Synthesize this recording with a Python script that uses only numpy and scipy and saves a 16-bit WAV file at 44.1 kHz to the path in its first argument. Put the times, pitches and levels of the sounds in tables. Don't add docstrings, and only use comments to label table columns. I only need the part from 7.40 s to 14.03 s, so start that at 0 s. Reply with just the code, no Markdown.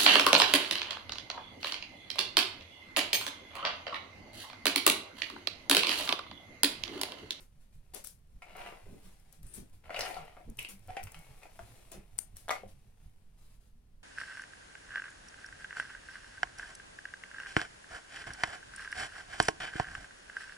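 import sys
import numpy as np
from scipy import signal
from scipy.fft import rfft, irfft
from scipy.io import wavfile
from scipy.ndimage import uniform_filter1d, map_coordinates

SR = 44100
rng = np.random.default_rng(int(sys.argv[2]) if len(sys.argv) > 2 else 0)


def wrap_up_sound(samples):
    columns = np.atleast_2d(samples).T
    tamed = np.clip(columns, -1, 1)
    steps = np.round(tamed * 32767).astype(np.int16)
    wavfile.write(sys.argv[1], SR, steps)


N = 292383
TIME = np.arange(N) / SR


def from_db(db):
    return 10 ** (np.asarray(db) / 20)


def power_sum(*levels_db):
    return 10 * np.log10(sum(10 ** (db / 10) for db in levels_db))


def unit_rms(x):
    return x / np.sqrt(np.mean(x ** 2) + 1e-20)


def unit_energy(x):
    return x / np.sqrt(np.sum(x ** 2, axis=-1, keepdims=True) + 1e-20)


def automation(points):
    return np.interp(TIME, *np.transpose(points))


def wander(per_s):
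    knots = rng.standard_normal(400)
    return unit_rms(np.interp(TIME * per_s, np.arange(len(knots)), knots))


def convolve(x, impulse):
    return signal.oaconvolve(x, impulse)[:len(x)]


def eq(x, curve, tilt_db=0, size=2048):
    bin_hz = np.arange(size // 2 + 1) * SR / size
    octave = np.log2(np.maximum(bin_hz, 1) / 1000)
    hz, db = np.transpose(curve)
    gain_db = np.interp(octave, np.log2(hz / 1000), db) + tilt_db * np.maximum(octave, -2)
    cepstrum = irfft(np.log(from_db(gain_db)))
    cepstrum[1:size // 2] *= 2
    cepstrum[size // 2 + 1:] = 0
    return convolve(x, irfft(np.exp(rfft(cepstrum))))


def place(track, s, sound):
    at = max(round(s * SR), 0)
    track[..., at:at + sound.shape[-1]] += sound[..., :N - at]


def burst(decay_s, size):
    return rng.standard_normal(size) * np.exp(-TIME[:size] / decay_s)


def grains(per_s, spread_db, size=N):
    strength = from_db(spread_db * np.minimum(rng.exponential(1, size), 3.5))
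    polarity = rng.choice([-1, 1], size)
    fires = rng.random(size) < per_s / SR
    return unit_rms(strength * polarity * fires)


def friction(curve, decay_s, tilt_db, per_s, spread_db, size=12000):
    fade = np.exp(-TIME[:size] / max(decay_s, 1e-3))
    slips = eq(grains(per_s, spread_db, size), curve, tilt_db)
    return unit_energy(slips * fade) * np.linalg.norm(fade)


def crackle(level_db, curve, tilt_db, per_s, spread_db):
    rate = per_s * from_db(.35 * (level_db - level_db.max()))
    cloud = eq(grains(rate, spread_db), curve, tilt_db)
    running_rms = np.sqrt(np.abs(uniform_filter1d(cloud ** 2, size=1800)) + 1e-9)
    return from_db(level_db) * cloud / running_rms


def stereo_noise(curve, side_db):
    mid, side = (unit_rms(eq(white, curve, size=8192)) for white in rng.standard_normal((2, N)))
    return mid + from_db(side_db) * side * [[1], [-1]]


# f/Hz, level/dB
RUMBLE_EQ = [(20, 1), (45, -8), (110, -15), (200, -21), (450, -51)]
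# f/Hz, level/dB
AIR_EQ = [(200, -5), (400, 1.5), (3000, -6), (8000, -13), (16000, -10)]
def room_tone():
    rumble = from_db(-62.5) * stereo_noise(RUMBLE_EQ, side_db=-18.5)
    return rumble + from_db(-80.5) * stereo_noise(AIR_EQ, side_db=0)


# t/s, level/dB, f/Hz
FIRM_BUMPS = [(.39, -62, 130), (.955, -58.5, 49.5), (1.52, -59, 122), (2.06, -52, 55), (2.2, -57, 196),
              (2.6, -61, 103), (3.1, -54, 223), (3.35, -59.5, 195), (3.5, -55, 93), (3.66, -59.5, 90),
              (4.23, -58, 110), (4.58, -59.5, 197), (4.95, -57.5, 91), (5.26, -58, 201), (5.47, -65, 112),
              (5.65, -62.5, 146.5)]
# t/s, level/dB
GRIP_FADER = [(0, -71), (3.9, -59), (6.6, -70.5)]
def handling(width_s=0.022, shifts_per_s=5.5, count=40):
    time_jitter, level_jitter, pitch_jitter = rng.standard_normal((count, 3)).T
    light_s = (np.arange(count) + 0.28 * time_jitter) / shifts_per_s
    light_db = np.interp(light_s, *np.transpose(GRIP_FADER)) + 2 * level_jitter
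    light_hz = 116 * 2 ** (.45 * pitch_jitter)
    rumble = from_db(2) * stereo_noise(RUMBLE_EQ, side_db=-19.5)
    out = np.zeros((2, N))
    for s, db, hz in [*FIRM_BUMPS, *zip(light_s, light_db, light_hz)]:
        near = np.abs(TIME - s) < 4 * width_s
        t = TIME[near] - s
        swell = from_db(db) * np.exp(-.5 * (t / width_s) ** 2)
        out[:, near] += swell * (np.sin(2 * np.pi * hz * t) + rumble[:, near])
    return out


# t/s, level/dB
ROOM_SEND = [(2.8, 1.5), (4.9, -0.5)]
def room(x, early_db, early_s, tail_db, t60_s=0.17, size=9000):
    t, hop = TIME[:size], N // 80
    early = unit_energy((t > .0007) * np.exp(-t / early_s))
    tail = unit_energy((1 - np.exp(-t / 0.018)) * from_db(-60 * t / t60_s))
    envelope = np.hypot(from_db(early_db) * early, from_db(tail_db) * tail)
    out = np.broadcast_to(x, (2, N)).copy()
    send = out * from_db(automation(ROOM_SEND))
    for centre in range(0, N + hop, hop):
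        span = np.arange(max(centre - hop, 0), min(centre + hop, N))
        crossfade = np.cos(np.pi / 2 * (span - centre) / hop)
        echoes = envelope * rng.standard_normal((2, size))
        place(out, span[0] / SR, signal.fftconvolve(send[:, span] * crossfade, echoes, axes=1))
    return out


# t/s, level/dB, decay/s, f/Hz
BOWL_SCUFFS = [(1.459, -57, 0.033, 460), (1.521, -51.5, 0.021, 290), (2.174, -54, 0.031, 256),
               (3.077, -50.5, 0.018, 260), (4.54, -60.5, 0.04, 392)]
# f/pitch, level/dB
SCUFF_EQ = [(.25, -15.5), (1, 0), (1.5, -9.5), (2.5, -18), (8, -46)]
def bowl_scuffs(attack_s=0.0052):
    out = np.zeros(N)
    for s, db, decay_s, hz in BOWL_SCUFFS:
        scuff = friction(np.array(SCUFF_EQ) * [hz, 1], decay_s, tilt_db=0, per_s=2600, spread_db=2.5)
        attack = 1 - np.exp(-TIME[:len(scuff)] / attack_s)
        place(out, s, from_db(db) * scuff * attack)
    return out


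# t/s, level/dB, f/Hz
RIM_NOTES = [(1.325, -68, 2030), (3.745, -59.5, 2200)]
def rim_ring(t60_s=0.93, size=30000):
    out, t = np.zeros(N), TIME[:size]
    for s, db, hz in RIM_NOTES:
        place(out, s, from_db(db - 60 * t / t60_s) * np.sin(2 * np.pi * hz * t))
    return out


# f/Hz, relative level/dB, t60/s
BOWL_MODES = [(630, -12, 0.058), (723, -1, 0.04), (754, -6, 0.064), (1190, -8.5, 0.13), (1365, 6.5, 0.063),
              (2064, -4, 0.11), (2170, -7.5, 0.11)]
def bowl_ring(hits, size=10000):
    t = TIME[:size]
    modes = sum(from_db(db - 60 * t / t60) * np.cos(2 * np.pi * hz * t) for hz, db, t60 in BOWL_MODES)
    return convolve(hits, modes / np.abs(rfft(modes)).max())


# t/s, level/dB, f/Hz
THUDS = [(3.005, -50, 693), (3.492, -43, 735), (3.569, -36, 776), (4.193, -45, 685), (5.106, -32, 1226),
         (5.235, -56, 543)]
def thuds(decay_cycles=8, rattle_gain=0.57, size=4096):
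    out, t = np.zeros(N), TIME[:size]
    for s, db, hz in THUDS:
        ring = np.sin(2 * np.pi * hz * t) * np.exp(-t * hz / decay_cycles)
        rattle = convolve(burst(0.011, size), ring)
        place(out, s, from_db(db) * (ring + rattle_gain * rattle / np.abs(rattle).max()))
    return out


# t/s, level/dB, decay/s, f/Hz
SCRAPES = [(2.064, -61, 0.071, 9800), (2.138, -48, 0.015, 9300), (2.562, -32, 0.005, 2770),
           (2.606, -44, 0.02, 5100), (3.188, -30.5, 0.0032, 2753), (3.199, -53, 0.066, 2460),
           (3.248, -30, 0.0014, 2790), (3.568, -38, 0.0057, 2420)]
# f/pitch, level/dB
SCRAPE_EQ = [(.2, -33), (.65, -21), (.85, 3), (1, 5.5), (1.3, -17.5), (5, -38)]
def scrapes():
    out = np.zeros(N)
    for s, db, decay_s, hz in SCRAPES:
        scrape = friction(np.array(SCRAPE_EQ) * [hz, 1], decay_s, tilt_db=0, per_s=5000, spread_db=1.5)
        place(out, s, from_db(db) * scrape)
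    return out


def stroke(start_s, attack_s, hold_s, release_s):
    t = TIME - start_s
    attack = np.clip(t / attack_s, 0, 1)
    release = np.exp(-np.clip((t - attack_s - hold_s) / release_s, 0, 20))
    return 20 * np.log10(attack * release + 1e-6)


# t/s, attack/s, hold/s, release/s, level/dB
SQUEEZES = [(1.05, 0.022, 0.14, 0.067, -61), (1.14, 0.034, 0.042, 0.034, -51.5),
            (1.242, 0.011, 0.027, 0.091, -55), (2.436, 0.0048, 0.018, 0.048, -61.5),
            (2.487, 0.097, 0.06, 0.13, -47), (3.48, 0.0046, 0.0047, 0.061, -56.5),
            (3.586, 0.012, 0.02, 0.11, -63.5), (3.754, 0.012, 0.02, 0.42, -69.5),
            (4.01, 0.012, 0.022, 0.029, -63), (4.489, 0.049, 0.027, 0.054, -65.5),
            (5.085, 0.031, 0.025, 0.048, -52)]
# t/s, hold/s, level/dB
RUBS = [(-.009, 0.0024, -64), (0.199, .005, -75.5), (0.318, 0.011, -76.5), (1.62, 0.042, -70.5),
        (2.024, 0.14, -72), (2.128, 0.048, -64.5), (2.323, 0.0054, -73), (2.577, 0.023, -57.5),
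        (2.646, 0.052, -60), (3.176, 0.02, -58), (3.28, 0.017, -61), (5.271, 0.018, -69),
        (5.964, 0.17, -75.5), (6.197, 0.07, -79)]
# t/s, level/dB
SIFT_FADER = [(0, -90), (1.0, -86), (1.5, -74), (1.9, -83), (3.1, -83), (3.8, -75.5), (4.05, -74),
              (4.8, -78.5), (5.4, -80), (6.6, -100)]
def finger_work(rub_attack_s=0.0082, rub_release_s=0.021):
    squeeze_db = power_sum(*(db + stroke(*timing) for *timing, db in SQUEEZES))
    rub_db = power_sum(*(db + stroke(s, rub_attack_s, hold, rub_release_s) for s, hold, db in RUBS))
    sift_db = automation(SIFT_FADER) + 2.33 * wander(per_s=11)
    pressure_db = power_sum(squeeze_db, sift_db)
    rustle_db = power_sum(squeeze_db - 16.5, rub_db, sift_db + 1)
    return pressure_db, rustle_db


# f/Hz, level/dB
RUSTLE_EQ = [(150, -14), (1000, -8.5), (3500, -4), (6000, -5), (11000, -0.5), (16000, -2.5)]
def skin_rustle(rustle_db):
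    return crackle(rustle_db, RUSTLE_EQ, tilt_db=-2.5, per_s=1400, spread_db=2.5)


# t/s, level/dB, decay/s, tilt/(dB per octave)
TEARS = [(.535, -49, 0.028, -2), (.644, -52, 0.027, 1), (1.924, -64.5, 0.021, -1), (2.136, -47.5, 0.014, 5),
         (3.284, -46, 0.01, 4), (4.514, -50, 0.014, -3), (4.957, -57.5, 0.042, 0)]
# f/Hz, level/dB
TEAR_EQ = [(120, -20.5), (520, -3), (1200, -4.5), (7000, 1), (11000, 3.5), (16000, -0.5)]
def skin_tears(attack_s=0.0013):
    out = np.zeros(N)
    for s, db, decay_s, tilt_db in TEARS:
        rip = friction(TEAR_EQ, decay_s, tilt_db, per_s=10000, spread_db=8)
        attack = 1 - np.exp(-TIME[:len(rip)] / attack_s)
        place(out, s, from_db(db) * rip * attack)
    return out


# t/s, level/dB, left minus right/dB
SNAPS = [(0.5464, -30, 26.5), (0.6407, -23.5, -1), (0.6453, -20.5, 10.5), (0.6713, -21.5, 10),
         (1.926, -40.5, 18), (2.03, -34.5, 6), (2.067, -38.5, 9), (2.5925, -18.5, -4), (2.609, -25, -13),
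         (3.0993, -36, 6), (3.171, -34, 5), (3.1917, -19.5, -1.5), (3.227, -26, 3), (3.3926, -40, -3),
         (3.4744, -37, 3), (3.637, -21.5, 1), (3.7197, -28, 0), (4.5177, -26, 10), (4.782, -30, 24),
         (4.788, -10, 5.5), (4.968, -22, -5), (5.121, -41, -3)]
# f/Hz, level/dB
SNAP_EQ = [(300, -13.5), (1200, -8.5), (3500, -12), (6000, 0.5), (8500, 4), (11000, 7), (16000, 6.5)]
def skin_snaps(splinter_s=0.0011, shard_hz=9110, shard_decay_s=.0006, size=1024):
    out, t = np.zeros((2, N)), TIME[:size]
    shard = unit_energy(np.sin(2 * np.pi * shard_hz * t) * np.exp(-t / shard_decay_s))
    hardest_db = max(db for _, db, _ in SNAPS)
    for s, db, pan_db in SNAPS:
        fracture = signal.unit_impulse(size) + from_db(-2.5) * unit_energy(burst(splinter_s, size))
        snap = unit_energy(eq(fracture, SNAP_EQ)) + from_db(db - hardest_db - 3.5) * shard
        place(out, s, from_db([[db + pan_db / 2], [db - pan_db / 2]]) * snap)
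    return out


def skin_flakes(rustle_db):
    ticks = eq(grains(per_s=24, spread_db=6), SNAP_EQ)
    return from_db(rustle_db - 7) * unit_rms(ticks)


# f/Hz, level/dB
FLESH_EQ = [(100, -27), (300, -16.5), (480, -3.5), (720, 3), (1100, -4), (1600, -5.5), (2550, -1.5),
            (3400, -11), (5500, -20.5), (8000, -31), (16000, -32.5)]
def flesh_crumbs(pressure_db):
    return crackle(pressure_db, FLESH_EQ, tilt_db=0, per_s=700, spread_db=1)


def flesh_chips(pressure_db):
    chips = eq(grains(per_s=78, spread_db=1.5), FLESH_EQ, tilt_db=-1.3)
    return from_db(pressure_db - 10.5) * unit_rms(chips)


# t/s, level/dB, tilt/(dB per octave), edge f/Hz, splinter decay/s
CRACKS = [(1.021, -23, 2.5, 2680, 0.01), (1.262, -23.5, 0, 2900, 0.0018), (1.272, -22, 0.5, 2930, 0.0025),
          (1.325, -28, -6, 2500, 0.0012), (2.495, -21.5, -2, 2330, 0.004), (2.505, -18, -2, 2500, 0.0027),
          (2.545, -15.5, -0.5, 5060, 0.0013), (2.564, -25, 4, 3100, 0.0018),
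          (2.591, -13, -0.5, 6500, 0.0047), (2.608, -10.5, 5, 6300, 0.0014),
          (2.652, -14.5, 3.5, 3200, 0.008), (2.709, -19, -4.5, 2720, 0.0049), (2.744, -25, 5, 4700, 0.0022),
          (2.766, -18, 0, 1460, 0.019), (2.879, -32.5, -0.5, 3230, 0.0021), (2.968, -28, -5.5, 2680, 0.011),
          (3.505, -27, 0, 2780, 0.0027), (3.568, -17.5, 1.5, 3220, 0.0021), (3.631, -22, 8.5, 2950, 0.0015),
          (3.671, -25, 5, 3050, 0.0019), (3.745, -24.5, 4.5, 3440, 0.0031), (4.032, -28, 5.5, 2710, 0.0048),
          (4.055, -30.5, -6.5, 2600, 0.0052), (4.192, -23.5, -1, 1940, 0.0012),
          (5.082, -19, 0, 1900, 0.00044), (5.087, -18, 6, 2230, 0.00099), (5.0937, -7.5, -2, 4050, 0.00091),
          (5.106, -5.5, 2, 2330, 0.0013), (5.111, -8, 2.5, 2370, 0.00081), (5.125, -22, 1, 2430, .001),
          (5.1335, -38, 0, 2200, 0.0017), (5.154, -24.5, 1.5, 2520, 0.0022),
          (5.165, -27, -1, 2450, 0.00062), (5.235, -27.5, -9.5, 1360, 0.0013)]
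# f/Hz, level/dB
CRACK_EQ = [(100, -31.5), (330, -21), (520, -10), (740, 1.5), (1250, -7.5), (1650, -6.5), (2200, -3),
            (16000, -22)]
# f/edge, level/dB
CRACK_SHELF = [(0.652, 2), (.92, 5.5), (1.17, -10)]
def flesh_cracks(even_mix_s=.002, size=3072):
    out = np.zeros(N)
    for s, db, tilt_db, edge_hz, decay_s in CRACKS:
        splinters = grains(per_s=6000, spread_db=5.5, size=size) * np.exp(-TIME[:size] / decay_s)
        fracture = signal.unit_impulse(size) + np.sqrt(decay_s / even_mix_s) * unit_energy(splinters)
        body = eq(fracture, CRACK_EQ, tilt_db)
        knock = eq(body, np.array(CRACK_SHELF) * [edge_hz, 1])
        place(out, s, from_db(db) * unit_energy(knock))
    return out


def scene():
    pressure_db, rustle_db = finger_work()
    cracking = flesh_cracks() + flesh_chips(pressure_db)
    crumbs = flesh_crumbs(pressure_db)
    falling = crumbs * from_db(0.4 * (pressure_db - pressure_db.max()))
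    flesh = cracking + crumbs + from_db(4.5) * bowl_ring(cracking + falling) + scrapes()
    skin = skin_rustle(rustle_db) + skin_tears()
    knocks = thuds() + bowl_scuffs()
    snapping = skin_snaps() + skin_flakes(rustle_db)
    mix = room(flesh + knocks, early_db=-3.5, early_s=0.008, tail_db=-3)
    mix += room(skin, early_db=5.5, early_s=0.025, tail_db=1)
    mix += room(snapping, early_db=3, early_s=0.0018, tail_db=-7.5)
    return mix + rim_ring() + room_tone() + handling()


# f/Hz, level/dB
LEFT_PORT_EQ = [(100, 3.5), (400, 7), (720, 3), (1200, 0.5), (3000, 0), (6000, 0), (7500, -2.5),
                (8700, 4.5), (10500, 4), (12500, -1.5), (14000, -2.5), (16000, -8)]
# f/Hz, level/dB
RIGHT_PORT_EQ = [(100, 6), (400, 5.5), (720, -1.5), (1200, -2), (3000, -3), (6000, -0.5), (7600, 1),
                 (9300, -12), (12000, -9.5), (16000, -10.5)]
# t/s, delay/ms
RIGHT_DELAY = [(3.5, 0.05), (5.0, 0.051)]
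def record(dry, cutoff_hz=16400):
    lag_samples = automation(RIGHT_DELAY) * SR / 1000
    right = map_coordinates(dry[1], [np.arange(N) - lag_samples], order=3)
    heard = np.array([eq(dry[0], LEFT_PORT_EQ), eq(right, RIGHT_PORT_EQ)])
    return signal.sosfilt(signal.ellip(12, .2, 80, cutoff_hz, fs=SR, output="sos"), heard)


dry = scene()
out = record(dry)
wrap_up_sound(out)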